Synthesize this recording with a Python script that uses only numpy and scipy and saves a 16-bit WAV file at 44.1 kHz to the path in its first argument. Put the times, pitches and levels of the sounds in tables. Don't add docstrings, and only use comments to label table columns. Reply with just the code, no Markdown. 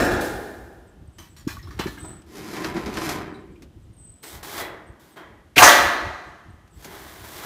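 import sys
import numpy as np
from scipy import signal
from scipy.fft import rfft, irfft
from scipy.io import wavfile
from scipy.ndimage import uniform_filter1d

SR = 44100
rng = np.random.default_rng(int(sys.argv[2]) if len(sys.argv) > 2 else 0)


def unload_wav(signal):
    wavfile.write(
        sys.argv[1],
        SR,
        np.round(np.clip(np.atleast_2d(signal).T, -1, 1) * 32767).astype(np.int16),
    )


def volts_from_decibels(level):
    exponent = np.asarray(level, float) / 20
    return 10 ** exponent


N = 328545


def evened(x):
    return x / np.sqrt(np.mean(x ** 2) + 1e-20)


def read(points, hz):
    f, value = np.transpose(points)
    return np.interp(np.log(hz + 1), np.log(f + 1), value)


def add(mix, s, sound):
    part = mix[round(s * SR):][:len(sound)]
    part += sound[:len(part)]


def placed(events):
    layer = np.zeros(N)
    for s, sound in events:
        add(layer, s, sound)
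    return layer


def curves(rows):
    s, *columns = np.transpose(rows)
    t = np.arange(s[0], s[-1], 1 / SR)
    return s[0], t, [np.interp(t, s, c) for c in columns]


def coloured(x, spectrum, lo_hz=1, hi_hz=20000, order=6):
    hz = np.fft.rfftfreq(len(x), 1 / SR) + 1e-3
    band = 1 / np.sqrt((1 + (lo_hz / hz) ** 6) * (1 + (hz / hi_hz) ** order))
    return evened(irfft(rfft(x) * volts_from_decibels(read(spectrum, hz)) * band, len(x)))


def resonate(x, hz, width_hz):
    return signal.lfilter(*signal.iirpeak(hz, hz / width_hz, SR), x)


# frequency in Hz, level in dB per Hz.
AIR_SPECTRUM = [(88, -31.5), (150, -2), (366, -13), (499, -15), (1290, -23), (2600, -28.5), (3030, -25.5),
                (4220, -32), (14000, -38), (15500, -42)]
AIR_DB = -56.5


def air():
    return volts_from_decibels(AIR_DB - 2.5) * coloured(rng.standard_normal(N), AIR_SPECTRUM, 0.57, 14000)


# peak in seconds, level in dB, time to fall 20
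# dB in seconds.
GUST_PUFFS = [(.02, -27, 0.4), (.15, -25.5, 0.25), (.31, -35, 0.28), (.55, -46, 1.1), (1.0, -37.5, .14),
              (1.2, -40, 0.1), (1.48, -40, 0.05), (1.58, -38, 0.67), (1.8, -35, 0.34), (2.05, -42, 0.7),
              (2.7, -41.5, 0.3), (2.9, -38.5, 0.65), (3.12, -40.5, 0.56), (3.5, -46, .6), (3.78, -42, 0.14),
              (3.9, -40.5, 0.16), (4.04, -40.5, .14), (4.36, -39, 0.13), (4.58, -44, 0.37),
              (4.899, -38.5, 0.03), (5.33, -48, 0.2), (5.62, -23.5, 0.09), (5.85, -35.5, 0.2),
              (6.06, -35.5, 0.1), (6.29, -41, 0.1), (6.5, -41.5, 0.2), (6.78, -43.5, 0.16),
              (6.92, -50, 0.5), (7.24, -44, .5)]
# frequency in Hz, level in dB per Hz.
WIND_SPECTRUM = [(12, -56), (20, -27), (40, -1), (76, 0), (280, -21.5), (321, -14.5), (398, -26.5),
                 (500, -34), (650, -76), (1100, -120)]
GUST_RISE, LULL_DB = .6, -71


def wind():
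    lumps = evened(uniform_filter1d(uniform_filter1d(rng.standard_normal(N), 900), 900))
    t = np.arange(0, N / SR + .01, .005)
    puffs = []
    for s, db, fall_s in GUST_PUFFS:
        away_s = np.maximum(t - s, (s - t) / GUST_RISE)
        puffs.append(volts_from_decibels(db - 20 * away_s / fall_s))
    push = volts_from_decibels(LULL_DB) + np.max(puffs, axis=0)
    rumble = coloured(rng.standard_normal(N), WIND_SPECTRUM, 0.89, 400) * volts_from_decibels(2.5 * lumps)
    rumble = evened(rumble) * np.interp(np.arange(N) / SR, t, push)
    return signal.sosfilt(signal.butter(2, 48, "high", fs=SR, output="sos"), rumble)


# frequency in Hz, t60 in seconds.
SHEET_T60 = [(100, 1), (200, .75), (310, 1.44), (460, 0.98), (700, 1.154), (2050, 1.0), (2350, .9),
             (4000, 0.85), (6000, 0.56), (12000, 0.37)]


def dense_ring(spectrum, seconds, damping=1., late_db=-80, late_hz=9000):
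    hz, t, z = signal.stft(rng.standard_normal(round(seconds * SR)), SR, nperseg=256)
    hz = hz[:, None]
    early = volts_from_decibels(-60 * t / (damping * read(SHEET_T60, hz)))
    late = volts_from_decibels(late_db - 60 * t / 1.36) / (1 + (hz / late_hz) ** 4)
    decaying = signal.istft(z * (early + late * (hz > 600)), SR, nperseg=256)[1]
    tail = coloured(decaying, spectrum)
    tail = tail * np.clip(np.linspace(5, -1, len(tail)), 0, 1)
    return tail / np.linalg.norm(tail)


def loose_ring(spectrum, peaks, damping, late_db, late_hz, modes_db):
    ring = dense_ring(spectrum, 1.6, damping, late_db, late_hz)
    t = np.arange(len(ring)) / SR
    modes = np.zeros(len(ring))
    for hz, db, t60 in peaks:
        modes += volts_from_decibels(db - 60 * t / min(t60, 1.1)) * np.sin(2 * np.pi * (hz * t + rng.random()))
    return ring + volts_from_decibels(modes_db) * modes / np.linalg.norm(modes)


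# start in seconds, blow in dB, clatter in seconds, slap in dB, slap centre in Hz.
SHEET_LANDINGS = [
    (0, -19, 0.0032, 5.5, 1200),
    (.11, -27, 0.0056, -22, 700),
    (5.558, -21, 0.021, 10, 2400),
    (5.5788, -12.5, 0.012, 9, 2560),
    (5.6205, -12, 0.029, 12, 1040),
    (5.629, -30.5, 0.047, 22.5, 6140),
    (5.675, -15.5, 0.012, 8, 900),
    (5.69, -30, 0.072, 12, 3460),
    (5.745, -27.5, 0.068, -11.5, 1500),
]
# frequency in Hz, level in dB per Hz.
OFFCUT_SPECTRUM = [(35, -43), (60, -13), (91, -12), (142, -4.5), (359, -1), (520, -7.5), (720, -4),
                   (1050, -13), (1500, -9), (1910, -13), (2650, -21.5), (15500, -33.5)]
# frequency in Hz, level in dB, t60 in seconds.
OFFCUT_MODES = [(600, -4, 0.33), (765, -7.5, 0.74), (1047, -10, 0.44), (1130, -15, 0.64), (1280, -15, 0.76),
                (1520, -11.5, 0.61), (1720, -14, 0.42), (1964, -13, 1.8), (2400, -4, 0.15),
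                (2466, -19.5, 0.72), (2770, -21, 0.65), (3230, -20, 1.3), (3330, -10, 0.26),
                (3500, -10.5, 0.36)]
# frequency in Hz, level in dB per Hz.
THROWN_SPECTRUM = [(35, -53.5), (60, -29.5), (200, -21), (340, -9), (497, -13), (558, -9), (737, -2.5),
                   (997, -9.5), (1150, -3), (2050, -8), (2650, -14.5), (5440, -18), (6100, -14.5),
                   (8070, -22), (15500, -16.5)]
# frequency in Hz, level in dB, t60 in seconds.
THROWN_PEAKS = [(572, -6, .9), (706, -2, .9), (764, -1, 1.0), (842, -3.5, 1.1), (886, -3, .8),
                (1124, 0, .9), (1288, -4, 1.0), (1480, -2, .9), (1575, -6.5, 0.62), (1733, -4.5, .85),
                (1940, -4, 1), (2050, -8, 1.0), (2520, -8.5, .7), (3300, -8.5, .7)]
CORNER_S = 5.56
CORNER_RISE_S, SLAP_RISE_S = .016, 0.002


def landings():
    out, t = np.zeros(N), np.arange(round(.7 * SR)) / SR
    offcut = loose_ring(OFFCUT_SPECTRUM, OFFCUT_MODES, damping=1.2, late_db=-17, late_hz=6900, modes_db=-24)
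    thrown = loose_ring(THROWN_SPECTRUM, THROWN_PEAKS, damping=1.0, late_db=-19.5, late_hz=9000, modes_db=-6)
    for s, db, clatter_s, slap_db, hz in SHEET_LANDINGS:
        rise_s = CORNER_RISE_S if abs(s - CORNER_S) < .01 else SLAP_RISE_S
        envelope = np.exp(-t / clatter_s) * np.minimum(t / rise_s, 1)
        clatter = rng.standard_normal(len(t)) ** 3 * envelope
        slap = evened(resonate(rng.standard_normal(len(t)), hz, 0.12 * hz + 200)) * envelope
        ring = signal.fftconvolve(clatter / np.linalg.norm(clatter), offcut if s < 1 else thrown)
        add(out, s, volts_from_decibels(db + 37) * ring)
        add(out, s, volts_from_decibels(db + slap_db) * slap)
    return out


# start in seconds, hiss in dB, rise in seconds, t60 in seconds.
OFFCUT_SKIDS = [
    (.03, -36.5, .02, 0.33),
    (.2, -34.5, 0.013, 0.19),
    (.22, -42, .03, 1.2),
]
# frequency in Hz, level in dB per Hz.
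CONCRETE_SPECTRUM = [(88, -40.5), (150, -10), (274, -13.5), (359, 4), (499, -2.5), (606, -2.5), (1570, -9),
                     (1980, -10.5), (2700, -16.5), (3210, -15), (4380, -18.5), (15500, -23)]


def skid():
    t = np.arange(SR) / SR
    push = np.zeros(SR)
    for s, db, rise_s, t60 in OFFCUT_SKIDS:
        push += volts_from_decibels(db - 60 * (t - s - rise_s) / t60) * np.clip((t - s) / rise_s, 0, 1) ** 2
    hiss = coloured(rng.standard_normal(len(t)), CONCRETE_SPECTRUM, 3600)
    return placed([(0, push * hiss * np.clip((1 - t) / 0.14, 0, 1))])


def bird(rows, warble_hz=0., per_s=36., far_db=0., hoarse=.3):
    s, t, (hz, db) = curves(rows)
    wander = uniform_filter1d(rng.standard_normal(len(t)), 1500)
    turns = np.cumsum(per_s * (1 + 4.0 * wander)) / SR
    hz = hz + warble_hz * signal.sawtooth(2 * np.pi * turns, .25)
    tone = np.sin(2 * np.pi * np.cumsum(hz) / SR)
    song = np.sqrt(2) * volts_from_decibels(db) * tone * signal.windows.tukey(len(t), .2)
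    roughness = evened(uniform_filter1d(rng.standard_normal(len(t)), 60))
    song = song * (1 + .002 * warble_hz * np.sin(2 * np.pi * turns)) * (1 + hoarse * roughness)
    out = np.zeros(len(t) + SR // 10)
    for delay_s, echo_db in [(0, -0.5), (.011, -18), (.023, -7), (.045, -8.5)]:
        add(out, delay_s, volts_from_decibels(echo_db + far_db * (delay_s > 0)) * song)
    return s, out


# start in seconds, whole figure in seconds, share sung, level in dB.
SWOOP_CALLS = [(.866, .062, .6, -67), (1.12, 0.073, 0.87, -67), (1.272, .07, 1, -64),
               (3.29, .045, .45, -70), (3.33, .04, .9, -71), (3.385, .06, .55, -72), (3.51, .055, .6, -72),
               (3.82, .04, .7, -72), (6.104, .05, .4, -68), (6.262, .055, 0.72, -69.5),
               (6.698, .095, 1, -65)]
# share of the figure, pitch in Hz.
SWOOP_FIGURE = [(0, 8750), (.28, 8060), (.5, 7450), (.64, 8050), (1, 7500)]


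def swoop(s, length_s, sung, db):
    u = sung * np.linspace(0, 1, 12)
    hz = np.interp(u, *np.transpose(SWOOP_FIGURE))
    return np.transpose([s + length_s * u, hz, db - 8 * np.exp(-u / .2)])


def swoops():
    return placed(bird(swoop(*row), far_db=-5) for row in SWOOP_CALLS)


def call(row, rise, fall, ends_db):
    s, length_s, first_hz, last_hz, db = row
    u = np.array([0, rise, 1 - fall, 1])
    hz = first_hz + (last_hz - first_hz) * u
    return np.transpose([s + length_s * u, hz, db + ends_db * np.array([1, 0, 0, 1])])


# start in seconds, length in seconds, first pitch in Hz, last pitch in Hz, level in dB.
BLIP_CALLS = [(1.072, .014, 8200, 8200, -64), (1.172, .03, 8400, 8900, -64),
              (1.305, 0.032, 8700, 8400, -67), (2.21, .025, 8500, 8200, -64), (3.93, .025, 8700, 8600, -64),
              (3.965, .012, 8800, 8200, -57), (4.86, 0.046, 8150, 8180, -65),
              (5.11, 0.046, 8300, 8500, -64), (3.335, .045, 9000, 8950, -68), (6.5, .016, 8470, 8450, -66)]


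def blips():
    return placed(bird(call(row, rise=0.37, fall=0.44, ends_db=-9), far_db=-5) for row in BLIP_CALLS)


MIDDLING_DB, DULLEST_DB = -42.5, -36.5


def stroke(row, release):
    s, length_s, first_db, last_db, bright_db = row
    ring_s, fade, steepen, dull, boom_db, stiff = release
    u = ring_s * np.linspace(0, 1, 8)
    force_db = np.append(first_db, last_db - fade * u - steepen * u ** 2)
    bright = np.maximum(bright_db - dull * np.append(0, u), DULLEST_DB)
    boom = boom_db - stiff * (force_db - MIDDLING_DB)
    return np.transpose([np.append(s, s + length_s + u), force_db, boom, bright])


def rubbed(rows, ring, spectrum, booms, hiss, per_s, uneven_db, lo_hz=500, struck=None, order=6):
    s, t, (force_db, boom_db, bright_db) = curves(rows)
    size = volts_from_decibels(uneven_db * np.minimum(rng.exponential(1, len(t) + len(ring)), 3))
    grit = size * rng.standard_normal(len(size)) * (rng.random(len(size)) < per_s / SR)
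    metal = signal.fftconvolve(grit, ring, "valid")[:len(t)]
    grit = grit[-len(t):]
    metal = evened(metal) + hiss * coloured(grit, spectrum)
    if struck is not None:
        modes = evened(signal.fftconvolve(grit, struck)[:len(t)])
        metal = metal + 0.6 * modes * np.exp(-(t - s) / 0.11)
    flat = [(1, 0), (20000, 0)]
    boom = np.zeros(len(t))
    for hz, width_hz, db in booms:
        boom += volts_from_decibels(db) * resonate(resonate(grit, hz, width_hz * 1.5), hz, width_hz * 1.5)
    body = coloured(metal, flat, lo_hz, 2120, order=order)
    low = volts_from_decibels(boom_db) * coloured(boom, flat, 1, 377)
    upper = volts_from_decibels(0.3 * bright_db - 9) * coloured(metal, flat, 2250, 4040, order=order)
    treble = volts_from_decibels(bright_db) * coloured(metal, [(5000, 1.5), (9000, -0.4), (14000, 3.5)], 4400)
    edge = np.clip(np.minimum(t - s, t[-1] - t) / .0015, 0, 1)
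    return s, volts_from_decibels(force_db - 2.0) * (body + low + upper + treble) * edge


def concrete_ring():
    return dense_ring(CONCRETE_SPECTRUM, .3, damping=0.24)


def saw_ring(peaks):
    t = np.arange(round(.1 * SR)) / SR
    return sum(volts_from_decibels(.5 * db - 60 * t / .022) * np.sin(2 * np.pi * hz * t) for hz, db in peaks)


# start in seconds, length in seconds, first force in dB, last force in dB,
# grit brightness in dB.
SAW_TOUCHES = [
    (1.182, .008, -55, -48.5, 1),
    (1.364, 0.022, -55.5, -57, 3.5),
    (1.475, 0.027, -40.5, -43, 1.5),
    (1.79, .034, -31.5, -37, -7),
]
# frequency in Hz, level in dB.
SAW_TOUCH_MODES = [
    [(1170, 0), (3050, -2), (6160, -7), (8600, -18)],
    [(4600, -4), (5610, -9), (7070, -8), (8560, -10), (11300, -17)],
    [(1776, 2), (2450, 13), (4190, 0), (5470, -7), (6760, -9), (8360, -19)],
    [(1740, -6), (2985, 2), (3510, 1), (4050, -1), (8200, -23)],
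]
# frequency in Hz, width in Hz, level in dB.
FLEX_BOOMS = [(313, 73, 2.5), (213.2, 180, 0.5), (378, 110, -2)]
# ring in seconds, fade in dB/s, steepening in dB/s2, dulling in dB/s, boom in dB at
SAW_TOUCH_RELEASE = (0.5, 148, 5, 3, -4.5, 0.07)


def saw_contacts():
    ring = concrete_ring()
    events = []
    for row, peaks in zip(SAW_TOUCHES, SAW_TOUCH_MODES):
        events.append(rubbed(stroke(row, SAW_TOUCH_RELEASE), ring, CONCRETE_SPECTRUM, FLEX_BOOMS[:2], hiss=0.3,
                             per_s=2300, uneven_db=3.5, lo_hz=900, struck=saw_ring(peaks)))
    return placed(events)


# start in seconds, blow in dB, wooden thud in dB,
# brightness in dB, t60 in seconds.
METAL_KNOCKS = [(1.184, -42, -2, 0, 0.12), (1.475, -34, -9, 1, 0.073), (1.793, -17, -32, -20, 0.16),
                (1.867, -27.5, -4, -11.5, 0.11), (1.777, -39, -20, -10, .1), (2.045, -47, -20, 4, .15),
                (2.219, -50, -20, 1, .08), (2.566, -27, -10, -10, 0.14), (2.644, -18, -0.5, -8, 0.081),
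                (2.764, -23, 1.5, -23.5, 0.17), (2.859, -25, 1.5, -14, 0.2), (2.938, -32.5, -10, 0, 0.32),
                (2.97, -18.5, -7, -22, 0.13), (3.017, -20.5, -10, -22, 0.088), (3.091, -22, -7, 0, 0.13),
                (3.621, -44.5, 7, 2.5, 0.15), (4.236, -39, -12, 4, 0.15), (4.43, -35, -29, 2, 0.081),
                (4.578, -26.5, -14, 1, 0.11), (5.169, -42, -21.5, -26.5, 0.084),
                (6.676, -56.5, 0, 3.5, 0.095), (6.825, -47, -15.5, 1.5, 0.086),
                (6.845, -35.5, -0.5, 4, 0.15)]
# frequency in Hz, level in dB per Hz.
WOOD_SPECTRUM = [(88, -53), (150, -9), (332, -7.5), (509, -9.5), (765, -13), (1980, -19.5), (3280, -26),
                 (6340, -26), (7690, -30.5), (13800, -33.5), (15500, -41.5)]


def knock(s, db, thud_db, bright_db, t60):
    t = np.arange(round(.4 * SR)) / SR
    noise = rng.standard_normal(len(t))
    mid = coloured(noise, WOOD_SPECTRUM, 710, 5400) * volts_from_decibels(-60 * t / t60)
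    top = coloured(noise, WOOD_SPECTRUM, 2700) * volts_from_decibels(bright_db - 60 * t / (0.52 * t60))
    low = coloured(noise, WOOD_SPECTRUM, 170, 360) * volts_from_decibels(thud_db + 8.5 - 60 * t / t60)
    low = low * np.minimum(t / 0.02, 1)
    return s, volts_from_decibels(db - 9) * (mid + top + low) * np.minimum(t / .0012, 1)


# time in seconds, level in dB, frequency in Hz, length in seconds.
CRATE_THUDS = [
    (1.469, -15, 290, 0.015),
    (1.794, -17.5, 344, 0.014),
    (1.857, -18.5, 354, 0.016),
    (2.04, -31, 353, 0.014),
    (2.744, -21, 346, 0.045),
    (3.069, -28, 183, 0.021),
    (5.567, -19, 291, 0.029),
]


def thud(s, db, hz, length_s):
    t = np.arange(round(length_s * SR)) / SR
    tone = np.sin(2 * np.pi * hz * t) + 0.63 * np.sin(2 * np.pi * 0.507 * hz * t)
    return s - .002, volts_from_decibels(db - 3) * tone * signal.windows.tukey(len(t), .7)


def rattle(s, db, hz, t60, width_hz=160):
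    t = np.arange(SR) / SR
    buzz = evened(resonate(rng.standard_normal(len(t)), hz, width_hz))
    return s, volts_from_decibels(db - 4.0 - 60 * t / t60) * buzz * np.minimum(t / 0.0032, 1) * (1 - t)


# start in seconds, level in dB, frequency in Hz, t60 in seconds.
LASTING_HUMS = [(4.6, -42, 710, 0.82), (4.6, -43, 440, 1.1), (4.6, -46, 1500, 0.73), (4.6, -41, 3340, 0.56),
                (4.62, -48, 3940, 0.55), (5.17, -47, 931, .4), (5.17, -44, 1390, .4), (5.565, -23, 400, .3),
                (5.62, -25, 310, 1.5), (5.63, -18, 580, 1.2), (5.65, -17, 740, .6), (5.63, -20, 1480, 1.1),
                (5.63, -19, 1130, 1.1), (4.7, -46, 560, 1.2), (4.72, -48, 1900, .9), (5.17, -50, 1650, .7),
                (5.17, -50, 580, .9), (5.2, -55, 3200, .5), (5.57, -18, 1500, .2), (5.63, -24, 1950, .8),
                (5.68, -25, 3340, .7), (5.77, -26, 1800, .6), (5.78, -32, 3550, .4), (1.477, -40, 5400, .3),
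                (1.477, -49, 6750, .15), (1.59, -54, 6600, .15), (1.59, -44, 1900, 0.18),
                (6.45, -64.5, 5600, .12), (6.823, -49, 6540, .1), (6.846, -43, 6440, .08)]


def hums():
    return placed(rattle(*row, width_hz=90) for row in LASTING_HUMS)


# start in seconds, level in dB, frequency in Hz, t60 in seconds.
GUARD_CLINKS = [
    (1.485, -35.5, 1600, 0.091),
    (1.5686, -34.5, 1136, 0.057),
    (1.673, -41, 1130, 0.05),
    (1.709, -42, 1150, 0.078),
    (1.8678, -36.5, 1740, 0.17),
    (1.9779, -39.5, 1620, 0.064),
    (2.046, -43, 980, 0.15),
]


def clink(s, db, hz, t60, pair=1.3):
    t = np.arange(round(.3 * SR)) / SR
    tone = np.sin(2 * np.pi * hz * t) + 0.4 * np.sin(2 * np.pi * hz * pair * t)
    return s, volts_from_decibels(db + 2 - 60 * t / t60) * tone * np.minimum(t / 0.00075, 1)


# start in seconds, level in dB, frequency in Hz, t60 in seconds.
LOOSE_PARTS = [(1.625, -50, 5300, 0.29), (1.625, -48, 3980, .15), (1.705, -44, 1790, 0.22),
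               (1.705, -54, 5600, .25), (1.705, -51, 4660, 0.17), (1.87, -42, 4150, .25),
               (1.98, -45, 2980, 0.11), (2.04, -44, 680, 0.69), (3.34, -51.5, 3900, 0.3),
               (3.555, -51.5, 2400, .1), (5.17, -51, 3200, 0.6), (4.599, -35, 1970, 0.65),
               (5.17, -47, 1930, 1)]


def loose_parts():
    return placed(rattle(*row) for row in LOOSE_PARTS)


# start in seconds, length in seconds, first force in dB, last force in dB,
# grit brightness in dB.
SAW_ROCKS = [
    (1.63, 0.11, -58.5, -52, -5),
    (1.865, 0.017, -48, -46, -1),
    (1.97, 0.13, -50.5, -50.5, -11),
]
# ring in seconds, fade in dB/s, steepening in dB/s2, dulling in dB/s, boom in dB at
SAW_ROCK_RELEASE = (.25, 90, 60, 5, 6.7, .05)


def saw_rocking():
    ring = concrete_ring()
    return placed(rubbed(stroke(row, SAW_ROCK_RELEASE), ring, CONCRETE_SPECTRUM, FLEX_BOOMS[:2], hiss=0.4,
                         per_s=1800, uneven_db=3.5, lo_hz=900) for row in SAW_ROCKS)


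# start in seconds, length in seconds, first pitch in Hz, last pitch in Hz, level in dB.
TRILL_CALLS = [
    (1.975, 0.22, 8070, 7950, -47.5),
    (3.965, 0.25, 8210, 7950, -52.5),
    (4.212, .14, 8200, 7900, -51.5),
]


def trills():
    return placed(bird(call(row, rise=.1, fall=.45, ends_db=-14), warble_hz=150., per_s=38., hoarse=.2)
                  for row in TRILL_CALLS)


# start in seconds, length in seconds, first force in dB, last force in dB,
# grit brightness in dB.
WOOD_STROKES = [
    (2.26, 0.12, -64.5, -44, -2),
    (2.38, 0.16, -48.5, -40, -3.5),
    (2.54, 0.13, -40, -33, -10),
    (2.74, 0.25, -39, -38.5, -13),
    (2.965, 0.15, -38.5, -31.5, -4),
]
# ring in seconds, fade in dB/s, steepening in dB/s2, dulling in dB/s, boom in dB at
WOOD_LET_GO = (.7, 40.8, 60, 143, 4, 0.47)


def drags_over_wood():
    ring = dense_ring(WOOD_SPECTRUM, .3, damping=0.2)
    return placed(rubbed(stroke(row, WOOD_LET_GO), ring, WOOD_SPECTRUM, FLEX_BOOMS, hiss=1.45,
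                         per_s=4500, uneven_db=1.5) for row in WOOD_STROKES)


# start in seconds, length in seconds, first force in dB, last force in dB,
# grit brightness in dB.
CONCRETE_STROKES = [
    (4.228, .13, -47.5, -47, 4),
    (4.428, .11, -42, -40, 1.5),
    (4.54, 0.063, -41, -32.5, -1),
    (4.995, 0.13, -58.5, -60, 0.5),
    (5.16, .012, -47.5, -42, -13),
    (6.73, .12, -72.5, -49, 3.5),
    (6.87, .06, -50, -43, -4),
    (6.94, 0.31, -46, -47, -1),
    (7.24, .15, -49.5, -43, 3),
    (7.39, .06, -46, -35.5, -3),
]
# ring in seconds, fade in dB/s, steepening in dB/s2, dulling in dB/s, boom in dB at
CONCRETE_LET_GO = (0.8, 62, 5, 175, -7.5, 0.3937)


def drags_over_concrete():
    ring = concrete_ring()
    return placed(rubbed(stroke(row, CONCRETE_LET_GO), ring, CONCRETE_SPECTRUM, FLEX_BOOMS, hiss=3.1,
                         per_s=12000, uneven_db=1.5, order=16) for row in CONCRETE_STROKES)


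def scene():
    yard = air() + wind()
    birds = swoops() + blips() + trills()
    saw = saw_contacts() + saw_rocking() + placed(clink(*row) for row in GUARD_CLINKS)
    blows = placed(knock(*row) for row in METAL_KNOCKS) + placed(thud(*row) for row in CRATE_THUDS)
    sheets = landings() + skid() + drags_over_wood() + drags_over_concrete()
    ringing = hums() + loose_parts()
    return (yard + birds + saw + blows + sheets + ringing)[None]


def low_pass(x):
    return signal.sosfilt(signal.butter(12, 15610, fs=SR, output="sos"), x)


def record(dry):
    lowpass = signal.firwin(401, 15620, window=("kaiser", 8), fs=SR)
    limited = signal.oaconvolve(np.clip(dry, -1.1, 1.1), lowpass[None], "same")
    return low_pass(limited)


dry = scene()
out = record(dry)
unload_wav(out)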